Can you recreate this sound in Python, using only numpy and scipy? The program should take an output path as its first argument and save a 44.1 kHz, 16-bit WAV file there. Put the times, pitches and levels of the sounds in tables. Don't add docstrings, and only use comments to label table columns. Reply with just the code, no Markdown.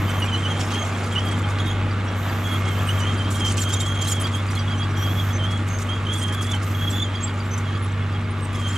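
import sys
import numpy as np
from scipy import signal
from scipy.fft import rfft, irfft, next_fast_len
from scipy.io import wavfile
from scipy.ndimage import uniform_filter1d

SR = 44100
rng = np.random.default_rng(int(sys.argv[2]) if len(sys.argv) > 2 else 0)


def unload_wav(signal):
    wavfile.write(
        sys.argv[1],
        SR,
        np.round(np.clip(np.atleast_2d(signal).T, -1, 1) * 32767).astype(np.int16),
    )


def nominal_scale(level):
    x = np.asarray(level, float) / 20
    return 10 ** x


N = 386757


def evened(x):
    return x / np.sqrt(np.mean(x ** 2) + 1e-20)


def read(points, hz, column=1):
    table = np.transpose(points)
    return np.interp(np.log(hz + 1), np.log(table[0] + 1), table[column])


def curve(rows, t, column=1):
    table = np.transpose(rows)
    return np.interp(t, table[0], table[column])


def add(mix, s, sound):
    part = mix[..., round(s * SR):][..., :sound.shape[-1]]
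    part += sound[..., :part.shape[-1]]


def drift(hz):
    coarse = rng.standard_normal(N // 32 + 2000)
    smooth = signal.butter(2, hz, fs=SR / 32, output="sos")
    coarse = signal.sosfilt(smooth, coarse)[1500:]
    return np.interp(np.arange(N) / 32, np.arange(len(coarse)), evened(coarse))


# frequency in Hz, left-right likeness from 0 to 1, left minus right in dB.
MICROPHONE_PAIR = [(30, .1, -3), (65, .5, 0), (130, .97, 0), (300, .985, .4), (700, .9, 0), (1400, .8, -.5),
                   (3100, .8, -2), (7000, .9, -2), (15000, .6, -2)]


def noise(field_db, size, alike=1):
    hop = size // 4
    hz = np.fft.rfftfreq(size, 1 / SR)[:, None]
    t = np.arange(N // hop + 5) * hop / SR
    a, b, c, d = rng.standard_normal((len(t), len(hz), 4), dtype=np.float32).T
    same = np.clip(alike * read(MICROPHONE_PAIR, hz), 0, 1).astype(np.float32)
    left = a + 1j * b
    right = same * left + np.sqrt(1 - same ** 2) * (c + 1j * d)
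    z = np.array([left, right])
    lean_db = read(MICROPHONE_PAIR, hz, column=2) / 2
    z *= nominal_scale(field_db(hz, t) + np.array([lean_db, -lean_db]))
    unit = hop ** .5 / size * 1.63
    return signal.istft(z * unit, nperseg=size, noverlap=size - hop)[1][:, :N]


def unit_power(colour_db, hz):
    return colour_db - 10 * np.log10(np.mean(nominal_scale(2 * colour_db)))


def patches(hz, t, bins, frames):
    field = rng.standard_normal((len(t), len(hz)), dtype=np.float32).T
    return evened(uniform_filter1d(uniform_filter1d(field, bins, 0), frames, 1))


FIRING_HZ = 97.5
# time in seconds, level in dB.
FIRING_LEVEL = [(0, -22.5), (.95, -27), (1.4, -23), (1.9, -23), (2.1, -25.5), (2.44, -24.5), (2.6, -22.5),
                (4.5, -24), (5.35, -22.5), (5.9, -25.5), (6.86, -24), (7.2, -26.5), (8, -23.5), (8.35, -26),
                (8.77, -25)]
# multiple of the four-stroke cycle, level in dB against the firing tone.
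CYCLE_ORDERS = [(3, -21), (4, -24.5), (5, -18.5), (7, -18.5), (8, -22), (9, -16.5), (10, -22), (11, -21.5)]


def exhaust():
    t = np.arange(N) / SR
    cycle = 2 * np.pi * np.cumsum(FIRING_HZ + .12 * drift(1.5)) / SR / 6
    out = nominal_scale(.7 * drift(12)) * np.sin(6 * cycle)
    for order, db in CYCLE_ORDERS:
        level = nominal_scale(db + 2.13 * drift(2.8))
        phase = 7.33 * rng.random() + 0.64 * drift(3.3)
        out = out + level * np.sin(order * cycle + phase)
    lean_db = .25 * drift(1.2)
    out = np.array([out, np.roll(out, -3)])
    return np.sqrt(2) * nominal_scale(curve(FIRING_LEVEL, t) + np.array([lean_db, -lean_db])) * out


WHINE_HZ = [233.3, 466.3, 396, 537, 622, 831, 1161, 2165]
WHINE_DB = [-37, -51, -52.5, -57.5, -50.5, -50, -48, -51]


def whines():
    t = np.arange(N) / SR
    out = np.zeros(N)
    for hz, db in zip(WHINE_HZ, WHINE_DB):
        jitter = .003 * (hz > 600) + .02 * (hz == 622)
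        turn = 2 * np.pi * np.cumsum(hz * (1 + .001 * drift(3) + jitter * drift(20))) / SR
        fading = min((hz / 800) ** 1.5, .9)
        level_db = db + fading * (1.73 * drift(1.5) + 4.7 * drift(22.0))
        level_db = level_db - 0.34 * fading * t
        out += np.sqrt(2) * nominal_scale(level_db) * np.sin(turn)
    return out


# time in seconds, roar level in dB, grit hiss level in dB.
ROAR_AND_GRIT = [(0, -26, -49), (.8, -26.5, -43), (1.9, -27.5, -53), (2.8, -26, -45.5), (3.93, -28.5, -48),
                 (4.4, -28, -49), (6.8, -29, -52.5), (7.3, -29.5, -51.5), (8.4, -30, -56.5),
                 (8.77, -29, -43)]
# frequency in Hz, density in dB per Hz.
ROAR_COLOUR = [(20, -22), (45, -4.5), (80, -14.5), (170, -0.5), (330, -1.5), (400, -7.5), (700, -10),
               (1040, -9), (1170, -4), (1400, -7), (1800, -11), (2500, -14), (3600, -18.5), (4600, -29),
               (16000, -57.5)]


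def roar():
    def field(hz, t):
        dip_db = (2.0 - 0.49 * t) * np.exp(-(np.log2((hz + 1) / 650) / 0.52) ** 2)
        level_db = unit_power(read(ROAR_COLOUR, hz), hz) + curve(ROAR_AND_GRIT, t) + 3.59
        return level_db + dip_db + 0.99 * patches(hz, t, bins=10, frames=12)
    firing = np.cos(2 * np.pi * FIRING_HZ * np.arange(N) / SR + 1.5 * drift(3))
    knock_db = 1.3 * firing + .6 * drift(9) + .8 * drift(150)
    return noise(field, size=2048) * nominal_scale(knock_db)


WAVER = np.array([drift(60), drift(60), drift(250), drift(22)])


def whisper():
    t = np.arange(N) / SR
    turn = 2 * np.pi * np.cumsum(3250 + 60 * drift(2.4) + 45 * drift(38.8)) / SR
    busy_db = 1.2 * (curve(ROAR_AND_GRIT, t, column=2) + 50)
    return nominal_scale(-61 + busy_db + 3.4 * drift(7.5) + 6.1 * drift(39)) * np.sin(turn)


# time in seconds, pitch in Hz, level in dB.
SQUEALS_EARLY = [
    [(0.072, 3130, -44), (0.095, 3070, -33.5), (0.118, 3050, -50), (0.148, 3250, -42), (0.2, 3080, -44),
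     (0.226, 2910, -26.5), (0.25, 2860, -33)],
    [(0.27, 3410, -43), (0.292, 3160, -33), (0.302, 3160, -42), (0.348, 2965, -26.5), (0.366, 3050, -38),
     (0.385, 3200, -39), (0.41, 3200, -47)],
    [(0.41, 3280, -52), (0.46, 2970, -26), (0.494, 3290, -40), (0.516, 3150, -31.5), (0.548, 3100, -43),
     (0.594, 3310, -38), (0.63, 3244, -43)],
    [(1.2, 3150, -45), (1.212, 3289, -36), (1.23, 3250, -44), (1.286, 3230, -35.5), (1.312, 3310, -41),
     (1.354, 3147, -40), (1.36, 3164, -46)],
    [(1.58, 3100, -51), (1.586, 3250, -47), (1.61, 3310, -30.5), (1.622, 3320, -47), (1.632, 3230, -46),
     (1.72, 3250, -37.5), (1.74, 3180, -51)],
    [(2.86, 2910, -54), (2.872, 3248, -47), (2.894, 2927, -25), (2.936, 3200, -46), (2.984, 3250, -36),
     (3.012, 2920, -39), (3.08, 3190, -29)],
]
# time in seconds, pitch in Hz, level in dB.
SQUEALS_MIDDLE = [
    [(3.08, 3160, -33), (3.176, 3210, -45), (3.212, 3170, -31), (3.24, 3130, -50), (3.258, 3140, -39),
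     (3.294, 3302, -42), (3.32, 3070, -49)],
    [(3.57, 3240, -45), (3.59, 3170, -33), (3.64, 3230, -52), (3.652, 3210, -36), (3.71, 3180, -28),
     (3.718, 3240, -36.5), (3.85, 3200, -36.5)],
    [(3.85, 3260, -35), (3.904, 3253, -33), (3.916, 3230, -34), (3.958, 3268, -40), (3.966, 3140, -47),
     (3.976, 3254, -34.5), (4.08, 3250, -33.5)],
    [(4.08, 3311, -33), (4.114, 3207, -40), (4.122, 3125, -27), (4.148, 3305, -36.5), (4.246, 3140, -38),
     (4.26, 3350, -27.5), (4.28, 3330, -51)],
    [(4.67, 3260, -50), (4.682, 3270, -35), (4.734, 3270, -37), (4.752, 3010, -40), (4.785, 3250, -52),
     (4.8, 3300, -34), (4.855, 3350, -38)],
    [(4.95, 3320, -48), (4.962, 3230, -39.5), (5.08, 3230, -36), (5.118, 3380, -39), (5.14, 3380, -52),
     (5.2, 3320, -29), (5.256, 3139, -62), (5.33, 3330, -46)],
]
# time in seconds, pitch in Hz, level in dB.
SQUEALS_LATE = [
    [(5.38, 3360, -55), (5.396, 3150, -38), (5.45, 3090, -31), (5.472, 3311, -41), (5.57, 3360, -36),
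     (5.584, 3340, -57), (5.6, 3470, -49)],
    [(6.05, 3430, -47), (6.066, 3064, -31), (6.102, 3234, -33), (6.162, 3380, -35), (6.206, 3270, -47),
     (6.222, 3200, -32.5), (6.33, 3190, -40)],
    [(6.33, 3260, -39), (6.37, 3368, -43), (6.406, 3300, -32.5), (6.426, 3327, -43), (6.522, 3440, -33.5),
     (6.544, 3060, -31.5), (6.57, 3190, -40)],
    [(6.74, 3350, -53), (6.75, 3330, -35), (6.775, 3280, -52), (6.79, 3290, -41), (6.84, 3340, -32.5),
     (6.868, 3350, -41), (6.88, 3340, -26.5), (6.9, 3220, -41)],
    [(6.91, 3370, -52), (6.918, 3300, -49), (6.932, 3370, -34), (7.032, 3440, -29.5), (7.04, 3370, -38),
     (7.08, 3160, -42), (7.11, 3350, -49)],
    [(7.11, 3240, -49), (7.118, 3070, -56), (7.126, 3186, -51), (7.16, 3280, -31.5), (7.202, 3292, -47),
     (7.3, 3300, -42), (7.31, 3215, -55)],
]
# time in seconds, pitch in Hz, level in dB.
SQUEALS_BRIEF = [
    [(0.69, 3080, -55), (0.712, 3200, -40), (0.77, 3240, -35), (0.828, 3170, -38), (0.85, 3215, -53)],
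    [(2.42, 3260, -57), (2.438, 3260, -44), (2.448, 3350, -38), (2.562, 3270, -33), (2.58, 3430, -54)],
    [(2.65, 3060, -44), (2.68, 3240, -40.5), (2.78, 3050, -49), (2.8, 3330, -40), (2.82, 3302, -51)],
    [(3.345, 3165, -36), (3.398, 3240, -46), (3.412, 3130, -32.5), (3.5, 3180, -31.5), (3.515, 3057, -52)],
    [(4.31, 3390, -56), (4.318, 3202, -47), (4.328, 3380, -38), (4.342, 3250, -32), (4.41, 3420, -44)],
    [(4.55, 3430, -50), (4.572, 3320, -34), (4.592, 3270, -33.5), (4.622, 3360, -42), (4.63, 3290, -48)],
    [(5.88, 3410, -67), (5.89, 3220, -36), (5.898, 3210, -33), (5.936, 3270, -35.5), (5.99, 3250, -44)],
    [(7.65, 3378, -49), (7.694, 3170, -43), (7.706, 3360, -51), (7.766, 3230, -42), (7.79, 3400, -58)],
    [(8.5, 3170, -51), (8.522, 3360, -57), (8.678, 3175, -34.5), (8.744, 3290, -47), (8.77, 3150, -30)],
]
# time in seconds, pitch in Hz, level in dB.
SQUEAL_YELP = [
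    (1.11, 3230, -44),
    (1.135, 3200, -38),
    (1.147, 3150, -50),
    (1.151, 2965, -40),
    (1.158, 2955, -23),
    (1.186, 2985, -25),
    (1.2, 3080, -44),
]
SQUEAL_OVERTONES_DB = [-22.5, -31, -41]
# time in seconds, lift of the overtones in dB.
BITE = [(0, 7.5), (1.1, -0.5), (1.7, 7.5), (3.2, 1.5), (3.41, -2), (3.5, 13), (3.83, 2), (3.86, 7),
        (4.08, 16.5), (4.1, 0), (5, -1), (8.77, 7)]


def squeals():
    out = whisper()
    for rows in SQUEALS_EARLY + SQUEALS_MIDDLE + SQUEALS_LATE + SQUEALS_BRIEF + [SQUEAL_YELP]:
        at = np.arange(round(rows[0][0] * SR), min(round(rows[-1][0] * SR), N))
        t = at / SR
        sway, grip, chatter, wander = WAVER[:, at]
        bend = 1 + .007 * sway + .008 * chatter + .009 * np.tanh(3 * wander)
        turn = 2 * np.pi * np.cumsum(curve(rows, t) * bend) / SR
        bite_db = curve(BITE, t) + 3.4 * wander
        tone = np.sin(turn)
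        for harmonic, db in enumerate(SQUEAL_OVERTONES_DB, 2):
            tone = tone + nominal_scale(db + bite_db) * np.sin(harmonic * turn)
        level = nominal_scale(curve(rows, t, column=2) + 1.5 + 1.9 * grip + 1.3 * chatter)
        level *= np.clip(3 * grip + 4, .15, 1)
        out[at] += np.sqrt(2) * level * tone * signal.windows.tukey(len(t), 400 / len(t))
    return out


def slip(s, length, hz, db, wobble):
    size = round((length + 0.008) * SR)
    sway, grip, chatter = np.take(WAVER[:3], round(s * SR) + np.arange(size), axis=1, mode="wrap")
    turn = 2 * np.pi * np.cumsum(hz * (1 + wobble * sway)) / SR
    level = nominal_scale(db + 2.1 + 2.8 * grip + 1.2 * chatter)
    ends = signal.windows.tukey(size, min(0.02 / length, 1))
    return s - .004, np.sqrt(2) * level * np.sin(turn) * ends


# start in seconds, length in seconds, pitch in Hz, level in dB.
CHIRPS = [(0.34, 0.036, 4080, -45), (0.595, 0.06, 5400, -49), (0.676, .015, 5340, -49),
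          (1.439, 0.016, 3200, -39.5), (1.5, 0.025, 3720, -48), (2.072, 0.04, 3310, -47),
          (1.694, 0.03, 6700, -52), (1.5, .02, 6650, -50), (4.325, 0.038, 6600, -46),
          (4.778, 0.018, 5930, -42), (4.78, .04, 10900, -59), (8.62, 0.014, 11900, -64),
          (0.777, 0.061, 6480, -47), (1.645, 0.056, 3660, -44), (2.47, 0.27, 2150, -42.5),
          (2.513, 0.037, 9950, -47), (2.867, 0.037, 8700, -41.5), (5.3, 0.022, 3350, -38),
          (0.947, .012, 3360, -39), (8.014, 0.021, 3370, -44.5), (8.143, .027, 3260, -38.5),
          (.255, 0.024, 2450, -38), (7.578, .014, 6100, -44), (5.8, .035, 6700, -47),
          (8.53, 0.035, 3330, -42.5), (6.32, .03, 10900, -54), (1.585, .05, 3700, -51),
          (3.002, 0.044, 5980, -45), (4.896, .03, 5770, -52), (4.97, 0.074, 5750, -47),
          (5.01, 0.032, 11450, -55), (5.327, 0.051, 6140, -42.5), (5.694, 0.088, 6380, -45),
          (5.8, .034, 8140, -47), (6.17, 0.072, 8600, -46), (6.96, 0.099, 6820, -47),
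          (7.204, 0.043, 6640, -46), (7.227, 0.032, 7570, -31), (7.511, 0.042, 6170, -40),
          (7.818, 0.039, 10540, -48), (8.418, 0.047, 8420, -48)]


def chirps():
    out = np.zeros(N)
    for s, length, hz, db in CHIRPS:
        add(out, *slip(s, length, hz, db, wobble=.007))
    return out


# start in seconds, pitch in Hz, level in dB.
SHORT_CHIRPS = [(.089, 8200, -46), (.195, 9700, -44), (2.078, 5600, -47), (3.174, 9360, -48), (3.465, 5970, -39),
                (3.477, 7570, -39), (3.594, 8230, -38), (3.604, 7240, -31), (3.728, 7230, -27.5),
                (3.76, 6380, -39), (3.788, 6840, -42), (3.8, 3680, -33), (3.73, 3670, -33), (4.551, 4200, -43),
                (4.065, 3900, -40), (3.802, 7340, -30), (4.013, 7250, -34.5), (4.066, 6370, -44),
                (4.08, 7600, -35), (4.116, 6920, -24), (4.199, 7940, -43), (4.208, 9600, -35), (4.59, 5850, -43),
                (6.9, 7680, -40), (7.575, 7260, -47), (8.302, 9300, -51), (8.699, 7260, -39)]


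def short_chirps():
    out = np.zeros(N)
    for s, hz, db in SHORT_CHIRPS:
        add(out, *slip(s, 0.021, hz, db, wobble=.007))
    return out


# start in seconds, length in seconds, level in dB, brightness in dB.
SCRAPES = [(.592, 0.035, -35.5, -6.5), (.705, 0.049, -40.5, -9), (1.25, 0.036, -43.5, 1),
           (3.305, 0.062, -34.5, -1.5), (3.448, 0.077, -34, -5.5), (3.569, 0.065, -30, -4),
           (3.722, 0.017, -31, -4), (3.801, 0.016, -30, -3.5), (3.765, 0.011, -42, -3),
           (3.855, 0.034, -42.5, -2), (4.155, .012, -45, -4), (4.246, 0.01, -43, 2), (4.35, 0.018, -39, -2),
           (8.545, .02, -43, -3), (8.71, .05, -47, -2), (4.013, 0.016, -36, -6.5), (4.044, 0.017, -37, -7),
           (4.075, 0.046, -26.5, -0.5), (4.198, 0.022, -36, 1), (5.667, 0.045, -44.5, -4),
           (5.786, 0.038, -40, -3.5), (6.125, 0.048, -40, -2), (6.175, 0.06, -39.5, -3),
           (6.411, 0.029, -36.5, -1), (6.895, 0.028, -40.5, -5)]
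# start in seconds, level in dB.
MORE_SCRAPES = [(.091, -40.5), (.246, -40.5), (.67, -52), (.852, -40.5), (.975, -44), (1.042, -44), (1.122, -44),
                (1.373, -41.5), (1.488, -41), (1.657, -42), (2.989, -39.5), (3.382, -38), (3.689, -34.5),
                (4.228, -46), (4.326, -46), (4.465, -50), (4.504, -40), (4.551, -44), (4.58, -48), (5.435, -49),
                (5.508, -43), (5.575, -55), (5.875, -56), (6.28, -51), (6.46, -44), (6.665, -45), (6.705, -47),
                (3.1, -59), (6.264, -42), (6.325, -38.5), (6.497, -38), (6.545, -41), (6.619, -40.5),
                (7.574, -44.5), (8.59, -45), (8.44, -50), (8.67, -43), (8.75, -46)]


def crunches():
    return SCRAPES + [(s, .018, db, -3) for s, db in MORE_SCRAPES]


def squeaks():
    out = np.zeros(N)
    for s, length, db, _ in crunches():
        count = round(3 + 70 * length)
        for when, size, pitch, span in rng.random((12, 4))[:count]:
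            hz = 4200 * 3 ** pitch
            squeak_db = db - 12.5 - 12 * abs(pitch - .4) + 6 * size
            add(out, *slip(s + when * length, .003 + .016 * span, hz, squeak_db, wobble=.012))
    return out


# frequency in Hz, density in dB per Hz.
GRIT_COLOUR = [(1500, -9), (2800, 1.5), (4300, -1.5), (5600, 0), (7200, 3.5), (9000, -4.5), (11500, -10.5),
               (15800, -32)]


def grit():
    def field(hz, t):
        colour = unit_power(read(GRIT_COLOUR, hz), hz)
        power = nominal_scale(2 * (colour + curve(ROAR_AND_GRIT, t, column=2) + 5.0))
        octaves = np.clip(np.log2((hz + 1) / 7500), -1, 1)
        chatter_db = 2.8 * patches(hz, t, bins=30, frames=4)
        for s, length, db, bright_db in crunches():
            now = (t > s - .01) & (t < s + length + .06)
            u = t[now] - s
            shape = np.clip(u / .003 + .5, 0, 1) * np.exp(-np.maximum(u - length, 0) / .009)
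            tilt_db = 2.0 * (bright_db + 5.0) * octaves
            power[:, now] += nominal_scale(2 * (colour + db + 3.0 + tilt_db + chatter_db[:, now])) * shape
        crunch_db = 2.2 * np.clip(patches(hz, t, bins=50, frames=8), 0, 3) ** 1.6
        return 10 * np.log10(power) + crunch_db + 2.53 * patches(hz, t, bins=3, frames=10)
    return noise(field, size=256, alike=0.83)


# start in seconds, peak level in dB.
PINGS = [(.08, -43), (8.242, -49), (4.948, -47), (7.648, -50), (.925, -46), (1.045, -47), (3.18, -41),
         (5.93, -46), (.222, -43), (.336, -45), (0.4469, -48), (.607, -44), (.727, -41), (5.19, -47),
         (1.1772, -44), (1.273, -40), (1.9101, -39), (2.2947, -39), (3.0033, -40), (3.2465, -41),
         (3.496, -40), (3.7304, -40), (4.241, -31.5), (4.4854, -37), (4.5905, -33), (4.7097, -40),
         (4.8289, -36), (5.0634, -41), (7.0334, -43), (7.1571, -38), (7.2764, -36), (7.4011, -37),
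         (7.7493, -44), (8.1322, -45)]


def pings():
    out, t = np.zeros(N), np.arange(3500) / SR
    ping = (1 - np.exp(-t / 0.0024)) * nominal_scale(-60 * t / .04) * np.sin(2 * np.pi * 4752 * t)
    for s, db in PINGS:
        add(out, s, nominal_scale(db + 8.5) * ping)
    return out


# start in seconds, peak level in dB.
TICKS = [(3.571, -25), (3.691, -23), (3.741, -17), (3.804, -23), (4.045, -27), (4.052, -22), (4.079, -20),
         (4.2, -26), (4.324, -35), (4.362, -32), (4.552, -24), (5.73, -30), (5.872, -34), (5.945, -39),
         (6.265, -33), (8.408, -31), (8.53, -30)]


def ticks():
    out, t = np.zeros(N), np.arange(500) / SR
    band = signal.butter(3, [4500, 11500], "bandpass", fs=SR, output="sos")
    for s, db in TICKS:
        burst = evened(signal.sosfilt(band, rng.standard_normal(len(t))))
        add(out, s, nominal_scale(db - 10 - 60 * t / .014) * burst)
    return out


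# start in seconds, level in dB.
KNOCKS = [
    (1.586, -31),
    (4.269, -27),
]


def knocks():
    out, t = np.zeros(N), np.arange(1500) / SR
    band = signal.butter(2, [700, 3500], "bandpass", fs=SR, output="sos")
    for s, db in KNOCKS:
        burst = evened(signal.sosfilt(band, rng.standard_normal(len(t))))
        add(out, s, nominal_scale(db - 60 * t / 0.069) * burst)
    return out


def track_steel():
    return squeals() + chirps() + short_chirps() + squeaks() + pings() + ticks() + knocks()


def walls(x, t60, gap_s):
    size = SR // 4
    taps = np.zeros((2, size))
    at = np.arange(round(gap_s * SR), size - 20, 20)
    at = at + rng.integers(0, 20, (2, len(at)))
    np.put_along_axis(taps, at, rng.choice([-1., 1.], at.shape), 1)
    taps *= nominal_scale(-60 * np.arange(size) / SR / t60)
    return signal.oaconvolve(x[None], taps / np.linalg.norm(taps[0]), axes=1)[:, :N]


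# start in seconds, end in seconds, level in dB.
INSECT_PHRASES = [
    (-.1, .24, -54),
    (.6, .85, -63),
    (2.15, 2.63, -54),
    (2.68, 3.02, -54),
    (4.96, 5.34, -51),
    (5.66, 5.9, -65),
    (6.62, 7.02, -53),
    (7.4, 7.63, -67),
]
# frequency in Hz, density in dB.
INSECT_COLOUR = [(4500, -15), (6200, -4.5), (9500, -17), (11800, -10.5), (12750, 1), (13300, -5),
                 (14400, -5), (15800, -27)]


def insect():
    def field(hz, t):
        slow = np.clip(hz / 12000, .5, 2) ** 3
        swell = 0
        for start, end, db in INSECT_PHRASES:
            edge = np.minimum((t - start) / .03, (end - t) / .03)
            swell = swell + nominal_scale(db + 11.5) * np.clip(edge / slow, 0, 1)
        rasp_db = 1.5 * patches(hz, t, bins=12, frames=3)
        return unit_power(read(INSECT_COLOUR, hz), hz) + 20 * np.log10(swell + 1e-6) + rasp_db
    left, right = noise(field, size=512, alike=1.2)
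    return np.array([left, np.roll(right, 1)]) * nominal_scale(np.array([[-2.5], [2.5]]))


def scene():
    steel = track_steel()
    near = nominal_scale(np.array([[-1.8], [1.8]])) * steel
    echoes = nominal_scale(-12.5) * walls(steel, t60=0.14, gap_s=0.0072)
    left, right = exhaust() + whines() + roar() + grit() + near + echoes + insect()
    size = next_fast_len(N)
    hz = np.fft.rfftfreq(size, 1 / SR)
    lag = 2 * np.pi * hz / SR * 1.3 / (1 + (hz / 7500) ** 2)
    left = irfft(rfft(left, size) * np.exp(-1j * lag), size)[:N]
    return np.array([left, right])


def band_limit(x):
    return signal.sosfilt(signal.butter(12, 15790, fs=SR, output="sos"), x)


def record(dry):
    hiss = nominal_scale(-70) * rng.standard_normal(dry.shape)
    limit = signal.firwin(255, 15790, window=("kaiser", 9), fs=SR)
    mix = signal.oaconvolve(dry + hiss, limit[None], "same")
    return band_limit(mix)


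dry = scene()
out = record(dry)
unload_wav(out)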